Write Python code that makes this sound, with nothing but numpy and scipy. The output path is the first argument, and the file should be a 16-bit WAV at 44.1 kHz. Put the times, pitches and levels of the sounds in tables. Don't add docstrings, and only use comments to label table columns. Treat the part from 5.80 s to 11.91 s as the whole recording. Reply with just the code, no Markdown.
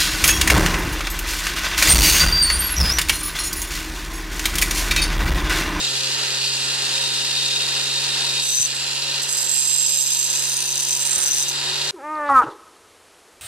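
import sys
import numpy as np
from scipy import signal
from scipy.fft import rfft, irfft, next_fast_len
from scipy.io import wavfile
from scipy.ndimage import uniform_filter1d, minimum_filter1d, map_coordinates

SR = 44100
rng = np.random.default_rng(int(sys.argv[2]) if len(sys.argv) > 2 else 0)


def to_wav(s):
    ch = np.atleast_2d(s).T
    pcm = np.round(np.clip(ch, -1, 1) * 32767)
    wavfile.write(sys.argv[1], SR, pcm.astype(np.int16))


N = 269451
T = np.arange(N) / SR

# t/s, f/Hz
WHEEL_SPEED = [(0, 132.3), (0.5, 133.2), (1, 134.2), (1.5, 135.1), (2, 136.1), (2.5, 136.8), (2.85, 136.3),
               (3.2, 137.8), (3.5, 138.3), (3.9, 137.7), (4.25, 137.1), (4.6, 138.0), (5, 138.8),
               (5.5, 138.8), (5.8, 140.2), (6.11, 141.8)]
# wheel order, level/dB
HUM_ORDERS = [(1, -2.5), (2, -13)]
# t/s, level/dB
THIRD_HARMONIC = [(0, -47.5), (2.5, -49.5), (2.95, -54), (3.6, -56.5), (5.6, -65), (5.85, -50)]
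# f/Hz, left/dB, right/dB
RUSH_SPECTRUM = [(25, -112, -106), (92, -82.5, -77), (217, -73, -79.5), (363, -75.5, -66.5),
                 (533, -69, -69), (770, -67.5, -72.5), (1104, -67.5, -74.5), (1360, -74.5, -62),
                 (1827, -62, -62.5), (2160, -72.5, -64), (3050, -91, -99), (6000, -120, -120)]
# f/Hz, width/Hz, left/dB, right/dB
STAND_MODES = [(574, 120, -89, -101), (813, 33, -71, -63), (930, 55, -59, -58), (1766, 60, -69, -73)]
# t/s, rattle/dB, housing ring/dB
GEAR_PLAY = [(0, -23, -27.5), (.2, -22.2, -40), (.6, -22.7, -34), (1.05, -22.3, -36), (1.17, -22.2, -27.5),
             (1.4, -22.2, -30), (1.65, -22.2, -26.5), (2.05, -22.2, -29), (2.8, -21.7, -25.5),
             (2.92, -21.3, -39), (3.3, -22, -35), (3.6, -22, -37), (4.2, -21, -29), (5.0, -23.5, -33.5),
             (5.75, -21.7, -28.5), (6.11, -22, -29.5)]
# t/s, level/dB
GEAR_CLACKS = [(1.1635, -7), (1.1794, 0), (1.628, -9), (1.6621, -13), (1.7088, -3), (1.7664, -6)]
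# f/Hz, left/dB, right/dB
RATTLE_SPECTRUM = [(1160, -110, -110), (2280, -67, -75.5), (2465, -57.5, -60), (2870, -60, -55.5),
                   (3210, -60.5, -59.5), (3370, -53, -59), (3600, -57, -56.5), (3700, -55.5, -54.5),
                   (4680, -53, -53.5), (5370, -55.5, -61.5), (6050, -59, -63), (6900, -64.5, -58),
                   (8870, -79.5, -62), (13800, -100, -78.5), (14200, -102, -78.5), (16000, -115, -100)]
# f/Hz, width/Hz, left/dB, right/dB
HOUSING_MODES = [(3734, 30, -51.5, -52), (2495, 45, -63, -52.5), (2800, 120, -52.5, -54),
                 (3237, 60, -56, -52.5), (4115, 100, -57, -48.5), (4440, 130, -58, -55),
                 (5012, 50, -51, -57), (7690, 60, -72, -58), (8800, 120, -78, -61)]
# t/s, half length/s, f/Hz, level/dB
RASP_SWELLS = [(0.664, 0.11, 4520, -27), (1.58, 0.092, 4450, -31), (2.5, .12, 4200, -47),
               (3.03, 0.12, 4100, -36)]
# t/s, f/Hz, level/dB
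VENT_HISS = [(0, 7300, -29.5), (.3, 7700, -39), (.7, 7920, -34), (1.2, 8340, -33), (1.8, 8120, -37),
             (2.4, 8100, -32.5), (3.1, 7400, -28.5), (3.35, 7340, -43), (5.7, 7550, -28), (6.11, 7350, -39)]
# start/s, end/s, firmness/dB
BLADE_CONTACTS = [(2.606, 2.768, -7.5), (2.78, 2.842, -9), (2.936, 2.948, -14.5), (3.414, 3.438, -4),
                  (3.475, 3.652, -2.5), (3.677, 5.631, 0), (5.673, 5.688, -2)]
# t/s, pressure/dB, place
HAND_PATH = [(2.62, -3.5, 0.07), (2.8, 5.5, 0.19), (3.45, -1.5, 0.14), (3.75, -3.5, 0.27), (4.0, -4, 0.34),
             (4.25, -1, 0.4), (4.6, -4.5, 0.44), (4.8, -4.5, 0.57), (4.93, -3.5, 0.76), (5.15, -1.5, 0.81),
             (5.25, -3, 0.84), (5.33, -1.5, 0.8), (5.62, 1, 0.78), (5.7, 0.5, 0.75)]
# f/Hz, width/Hz, left/dB, right/dB, best place, loss one edge length away/dB
WEAK_MODES = [(5040, 90, -45, -49, .33, 26), (6464, 30, -43, -43, .38, 28), (6560, 90, -57, -54, .5, 18),
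              (6910, 50, -66, -55, .3, 18), (7150, 200, -58, -45, 0, 90), (7690, 40, -60, -39, .28, 45),
              (8150, 240, -58, -42, 0, 80), (8480, 60, -80, -55, .6, 22), (8880, 130, -68, -44, .3, 50),
              (9398, 40, -68, -43, .65, 30), (9550, 240, -67, -44, .03, 80),
              (10290, 100, -72, -53.5, .3, 13), (10700, 50, -74, -57, .3, 18),
              (11275, 40, -69, -50, .08, 40), (11672, 45, -68, -50, .34, 26),
              (12200, 140, -70, -54.5, .25, 14), (13290, 80, -80, -62, .7, 5),
              (13900, 130, -82, -65, .6, 5), (14440, 70, -82, -60, .5, 34), (14960, 90, -78, -57.5, .9, 20),
              (15130, 120, -82, -63, .27, 36)]
# f/Hz, left/dB, right/dB
SCRAPE_SPECTRUM = [(1490, -86, -95), (2660, -69, -67), (4600, -64.5, -82), (5150, -54, -57.5),
                   (5840, -62.5, -66), (6900, -63, -57.5), (8600, -88, -59), (9300, -69, -56),
                   (10900, -78, -63), (12300, -80, -68), (15100, -100, -69), (16000, -116, -110)]
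# t/s, half length/s, f/Hz, level/dB
GRIT_SKIDS = [(2.69, .06, 7400, -24), (2.73, .12, 8000, -22.5), (2.72, .1, 9550, -32),
              (2.76, .13, 6080, -21.5), (5.35, .1, 8960, -23), (5.52, .1, 5950, -22.5),
              (5.52, .1, 5400, -27)]
# f/Hz, width/Hz, left/dB, right/dB
LEADING_MODES = [(6097, 75, 6, -5), (7556, 34, -14, 5), (7850, 50, -13, 3), (8895, 110, -17, 5)]
# level/dB, best place, spacing of best places, loss between/dB, tilt along edge/dB
LEADING_DRIVE = [(-23.2, 0.66, 2.0, 11, -1), (-13.4, 0.32, 0.64, 17, -4), (-18, 0, 1.3, 12, -4),
                 (-31, 0.97, 0.41, 11, 16)]
# start/s, end/s, leading mode index, level/dB
BLADE_SQUEALS = [(2.632, 2.72, 0, -24), (2.722, 2.86, 0, -15), (3.98, 4.05, 1, -19), (4.2, 4.29, 1, -18),
                 (5.262, 5.44, 3, -21), (5.313, 5.385, 1, -18), (5.452, 5.54, 0, -18.5),
                 (5.6, 5.622, 0, -20)]
# t/s, level/dB
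REST_BUMPS = [(2.8, -17.5), (3.88, -27), (5.373, -19.5)]

GEAR_RATIO, FAN_BLADES = 45 / 17, 19


def amp(db):
    return 10 ** (np.asarray(db) / 20)


def unit(x):
    return x / np.sqrt(np.mean(x ** 2) + 1e-20)


def curves(rows):
    times, *columns = np.transpose(rows)
    return [np.interp(T, times, column) for column in columns]


def wobble(rate_hz):
    coarse = T[::24]
    knots = rng.standard_normal(int(N * rate_hz / SR) + 4)
    return np.interp(T, coarse, map_coordinates(knots, [coarse * rate_hz]))


def filtered(x, response):
    size = next_fast_len(N + SR // 2)
    return irfft(rfft(x, size) * response(np.fft.rfftfreq(size, 1 / SR)), size)[..., :N]


def band(hz, centre_hz, half_hz):
    return 1 / (1 + ((hz - centre_hz) / half_hz) ** 4)


def coloured(x, spectrum):
    knots_hz, *sides = np.transpose(spectrum)
    return filtered(x, lambda hz: amp([np.interp(np.log(hz + 1), np.log(knots_hz), s) for s in sides]))


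def rung(x, modes, skirt_widths=1000):
    def response(hz, mode_hz, width_hz, left_db, right_db):
        peak = 1j * hz * width_hz / (mode_hz ** 2 - hz ** 2 + 1j * hz * width_hz)
        return amp([[left_db], [right_db]]) * peak * band(hz, mode_hz, skirt_widths * width_hz)
    return filtered(x, lambda hz: sum(response(hz, *mode) for mode in modes))


def noise(alike, blur_hz=7000):
    def mix(hz):
        angle = np.arccos(alike / (1 + (hz / blur_hz) ** 2)) / 2
        return np.array([np.cos(angle), np.sin(angle)])
    mid, side = filtered(rng.standard_normal((2, N)), mix)
    return np.array([mid + side, mid - side])


def blows(events, t60_s):
    return sum(amp(db - 60 * np.abs(T - at_s) / t60_s) * (T >= at_s) for at_s, db in events)


def tone(turns, order, waver_db):
    level = np.sqrt(2) * amp(waver_db * wobble(8.3))
    return level * np.sin(2 * np.pi * order * turns + rng.uniform(0, 2 * np.pi))


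def clutter(x, echo_db=-10, t60_s=0.14, cutoff_hz=5000):
    t = T[:SR // 8]
    echoes = rng.standard_normal((2, len(t))) * amp(-60 * t / t60_s) * (t > .002)
    echoes /= np.linalg.norm(echoes, axis=1, keepdims=True)
    wet = signal.fftconvolve(x, echoes, axes=1)[:, :N]
    return x + amp(echo_db) * filtered(wet, lambda hz: band(hz, 0, cutoff_hz))


def motor(wheel_hz, turns, boom_hz=372.8, boom_width_hz=18):
    wheel = sum(amp(db) * tone(turns, round(order), waver_db=0.66) for order, db in HUM_ORDERS)
    hum = amp(-40.5) * wheel * amp([[.3], [-.2]])
    shake = 1 / np.hypot(1, 2 * (GEAR_RATIO * wheel_hz - boom_hz) / boom_width_hz)
    rotor = amp(-43.5) * shake ** 2.35 * tone(turns + 0.031 * wobble(40), GEAR_RATIO, waver_db=2.0)
    load = uniform_filter1d(contact(), size=4000)
    harmonics = amp(curves(THIRD_HARMONIC)[0]) * tone(turns, order=3, waver_db=0.5)
    harmonics += amp(-52 + 2.5 * load) * tone(turns, order=4, waver_db=-2.5)
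    harmonics += amp(-56 + load) * tone(turns, order=7, waver_db=5.0)
    rush_gain = amp(-34.5 + 2.1 * wobble(4.616))
    rush = rush_gain * unit(clutter(coloured(noise(alike=0.58, blur_hz=2880), RUSH_SPECTRUM)))
    stand = amp(-44) * unit(shake ** 1.1 * rung(noise(alike=0.97), STAND_MODES))
    fan_rad = 2 * np.pi * FAN_BLADES * GEAR_RATIO * turns
    whine = amp(-36.5 + 0.66 * wobble(23.0)) * np.sin(fan_rad + np.array([wobble(30), wobble(30)]))
    return hum + rotor + harmonics + rush + stand + whine


def tooth_load(turns, torque_pulse_hz=120):
    cycles = [(0.065, turns / 2), (0.05, turns), (0.08, GEAR_RATIO * turns),
              (0.06, torque_pulse_hz * T), (0.06, (3 - GEAR_RATIO) * turns)]
    ripple = sum(depth * np.sin(2 * np.pi * (phase + rng.random())) for depth, phase in cycles)
    return unit(np.exp(ripple))


def chatter(rate_hz=600, decay_s=0.0016, spread_db=3, rub_power=0.96):
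    knocks = (rng.random(N) < rate_hz / SR) * amp(-spread_db * rng.random(N)) ** 2
    power = signal.lfilter([1], [1, -np.exp(-1 / (decay_s * SR))], knocks)
    return unit(np.sqrt(rub_power + power / power.mean()))


def sustained(ring):
    ring = unit(ring)
    analytic = signal.hilbert(ring, next_fast_len(N))[:, :N]
    swing = np.sqrt(np.mean(np.abs(analytic) ** 2, axis=0))
    return unit(ring / np.hypot(.45, swing))


def gears(turns):
    rattle_db, ring_db = curves(GEAR_PLAY)
    load = tooth_load(turns)
    teeth = load * chatter()
    force = amp(rattle_db + 0.14 * wobble(70)) * teeth + amp(-23) * blows(GEAR_CLACKS, t60_s=0.035)
    body = coloured(force * noise(alike=1.0, blur_hz=6170), RATTLE_SPECTRUM)
    rings = rung(force * noise(alike=0.85, blur_hz=7500), HOUSING_MODES[1:], skirt_widths=1.8)
    main_mode = HOUSING_MODES[0]
    flutter = amp(2.2 * wobble(110)) * unit(load ** 3)
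    whine = flutter * sustained(rung(teeth * noise(alike=0.8, blur_hz=12000), [main_mode]))
    song = amp(ring_db) * unit(filtered(whine, lambda hz: band(hz, main_mode[0], half_hz=190)))
    rattle = unit(clutter(body) + rings) * np.sqrt(np.mean(force ** 2))
    return rattle + song + teeth * swells(RASP_SWELLS, half_hz=280)


def vents():
    centre_hz, db = curves(VENT_HISS)
    air = unit(filtered(rng.standard_normal((2, N)), lambda hz: band(hz, 0, half_hz=420)))
    return amp(db) * amp([[-13], [3]]) * air * np.sin(2 * np.pi * np.cumsum(centre_hz) / SR)


def swells(rows, half_hz):
    rasp = unit(filtered(noise(alike=0.85), lambda hz: band(hz, 0, half_hz)))
    carriers = sum(amp(db) * np.exp(-((T - at_s) / half_s) ** 2) * np.sin(2 * np.pi * hz * T)
                   for at_s, half_s, hz, db in rows)
    return np.sqrt(2) * rasp * carriers


def contact(attack_s=0.016, release_db_per_s=330):
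    grips = [np.clip((T - start) / attack_s, 0, 1) * amp(db - release_db_per_s * np.maximum(T - end, 0))
             for start, end, db in BLADE_CONTACTS]
    return np.max(grips, axis=0)


def bites(turns, depth_db=22, miss_db=12, ring_s=0.0007):
    miss = rng.random(int(turns[-1]) + 1)[turns.astype(int)] ** 2
    angle = 2 * np.pi * (turns + 0.05 * wobble(110))
    grip = (1 + np.tanh(-2.6 * np.cos(angle))) / 2
    force = amp((depth_db - miss_db * miss) * grip)
    return unit(np.sqrt(signal.lfilter([1], [1, -np.exp(-1 / (ring_s * SR))], force ** 2)))


def shimmer(rub, place, wander_db=2.2, bend=0.0013):
    ring = np.zeros((2, N))
    for *mode, best, loss_db in WEAK_MODES:
        gain = amp(wander_db * wobble(13) - loss_db * np.abs(place - best))
        ring += gain * rung(rub, [mode], skirt_widths=3.0)
    read_at = np.arange(N) + np.cumsum(bend * wobble(14))
    return unit(np.array([map_coordinates(side, [read_at]) for side in ring]))


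def scream(bite, throb, place, gain_db=3):
    out = np.zeros((2, N))
    for (db, best, spacing, loss_db, tilt_db), mode in zip(LEADING_DRIVE, LEADING_MODES):
        mode_hz, _, *sides_db = mode
        drive_db = db + tilt_db * place - loss_db * np.sin(np.pi * (place - best) / spacing) ** 2
        ring = sustained(rung(bite * noise(alike=0.77, blur_hz=25000), [mode]))
        song = filtered(ring * throb, lambda hz: band(hz, mode_hz, half_hz=240))
        strength = np.sqrt(np.mean(amp(sides_db) ** 2))
        out += amp(drive_db + gain_db + 0.41 * wobble(40)) * strength * song
    return out


def grinding(turns):
    pressure_db, place = curves(HAND_PATH)
    force = contact() * amp(pressure_db + 0.66 * wobble(45))
    bite = bites(turns)
    grit = unit(bite + 0.27) * noise(alike=0.62)
    rub = unit(bite + 0.76) * noise(alike=0.68)
    throb = unit(np.abs(uniform_filter1d(bite, size=110)) + 0.057)
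    steel = amp(-17.5) * shimmer(rub, place)
    steel += amp(-21.3) * unit(coloured(grit, SCRAPE_SPECTRUM))
    skids = bite * swells(GRIT_SKIDS, half_hz=300)
    steel += coloured(skids, [(5800, 1, 0), (7500, -16, 2)])
    steel += scream(bite, throb, place)
    shudder = unit(filtered(noise(alike=0.43), lambda hz: (hz / 80) ** 3 / (1 + (hz / 80) ** 6)))
    return force * steel + force ** 0.17 * squeals(throb) + force ** 3 * amp([[-72], [-57]]) * shudder


def squeals(throb, catch_s=0.0074, drift_hz=32, pulse_share=0.7):
    out = np.zeros((2, N))
    offset_hz = drift_hz * wobble(140)
    for start, end, index, db in BLADE_SQUEALS:
        hz, _, *sides_db = LEADING_MODES[index]
        caught = (np.tanh((T - start) / catch_s) - np.tanh((T - end) / catch_s)) / 2
        pan = unit(amp(sides_db))[:, None]
        out += pan * amp(db) * caught * np.sin(2 * np.pi * np.cumsum(hz + offset_hz) / SR)
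    return out * np.sqrt(2) * unit(1 - pulse_share + pulse_share * throb)


def bumps(knock_hz=120, highpass_hz=70):
    knocks = sum(blows([(at_s, db)], t60_s=0.028) * np.sin(2 * np.pi * knock_hz * (T - at_s))
                 for at_s, db in REST_BUMPS)
    return amp([[-6], [1]]) * filtered(knocks, lambda hz: 1j * hz / (highpass_hz + 1j * hz))


def gain_control(x, treble_hz=9500, threshold_db=-40, slope=0.45, slow_share=0.68):
    treble = filtered(x, lambda hz: hz > treble_hz)
    power = np.abs(uniform_filter1d(np.mean(treble ** 2, axis=0), size=1300))
    cut_db = np.maximum(slope * (10 * np.log10(power + 1e-12) - threshold_db), 1e-6)

    def held_db(release_s):
        return np.exp(np.maximum.accumulate(np.log(cut_db) + T / release_s) - T / release_s)
    return x * amp(-slow_share * held_db(release_s=0.42) - (1 - slow_share) * held_db(release_s=0.028))


def scene():
    wheel_hz, = curves(WHEEL_SPEED)
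    turns = np.cumsum(wheel_hz) / SR
    left, right = motor(wheel_hz, turns) + gears(turns) + vents() + grinding(turns) + bumps()
    lag_s = 5.2e-5
    return np.array([filtered(left, lambda hz: np.exp(-2j * np.pi * hz * lag_s)), right])


def record(dry):
    limit_db, top_hz = -5.6, 15720
    ducked = gain_control(dry)
    needed = np.minimum(1, amp(limit_db) / (np.abs(ducked).max(axis=0) + 1e-9))
    gain = uniform_filter1d(minimum_filter1d(needed, size=260), size=200)
    return filtered(ducked * gain, lambda hz: hz < top_hz)


dry = scene()
out = record(dry)
to_wav(out)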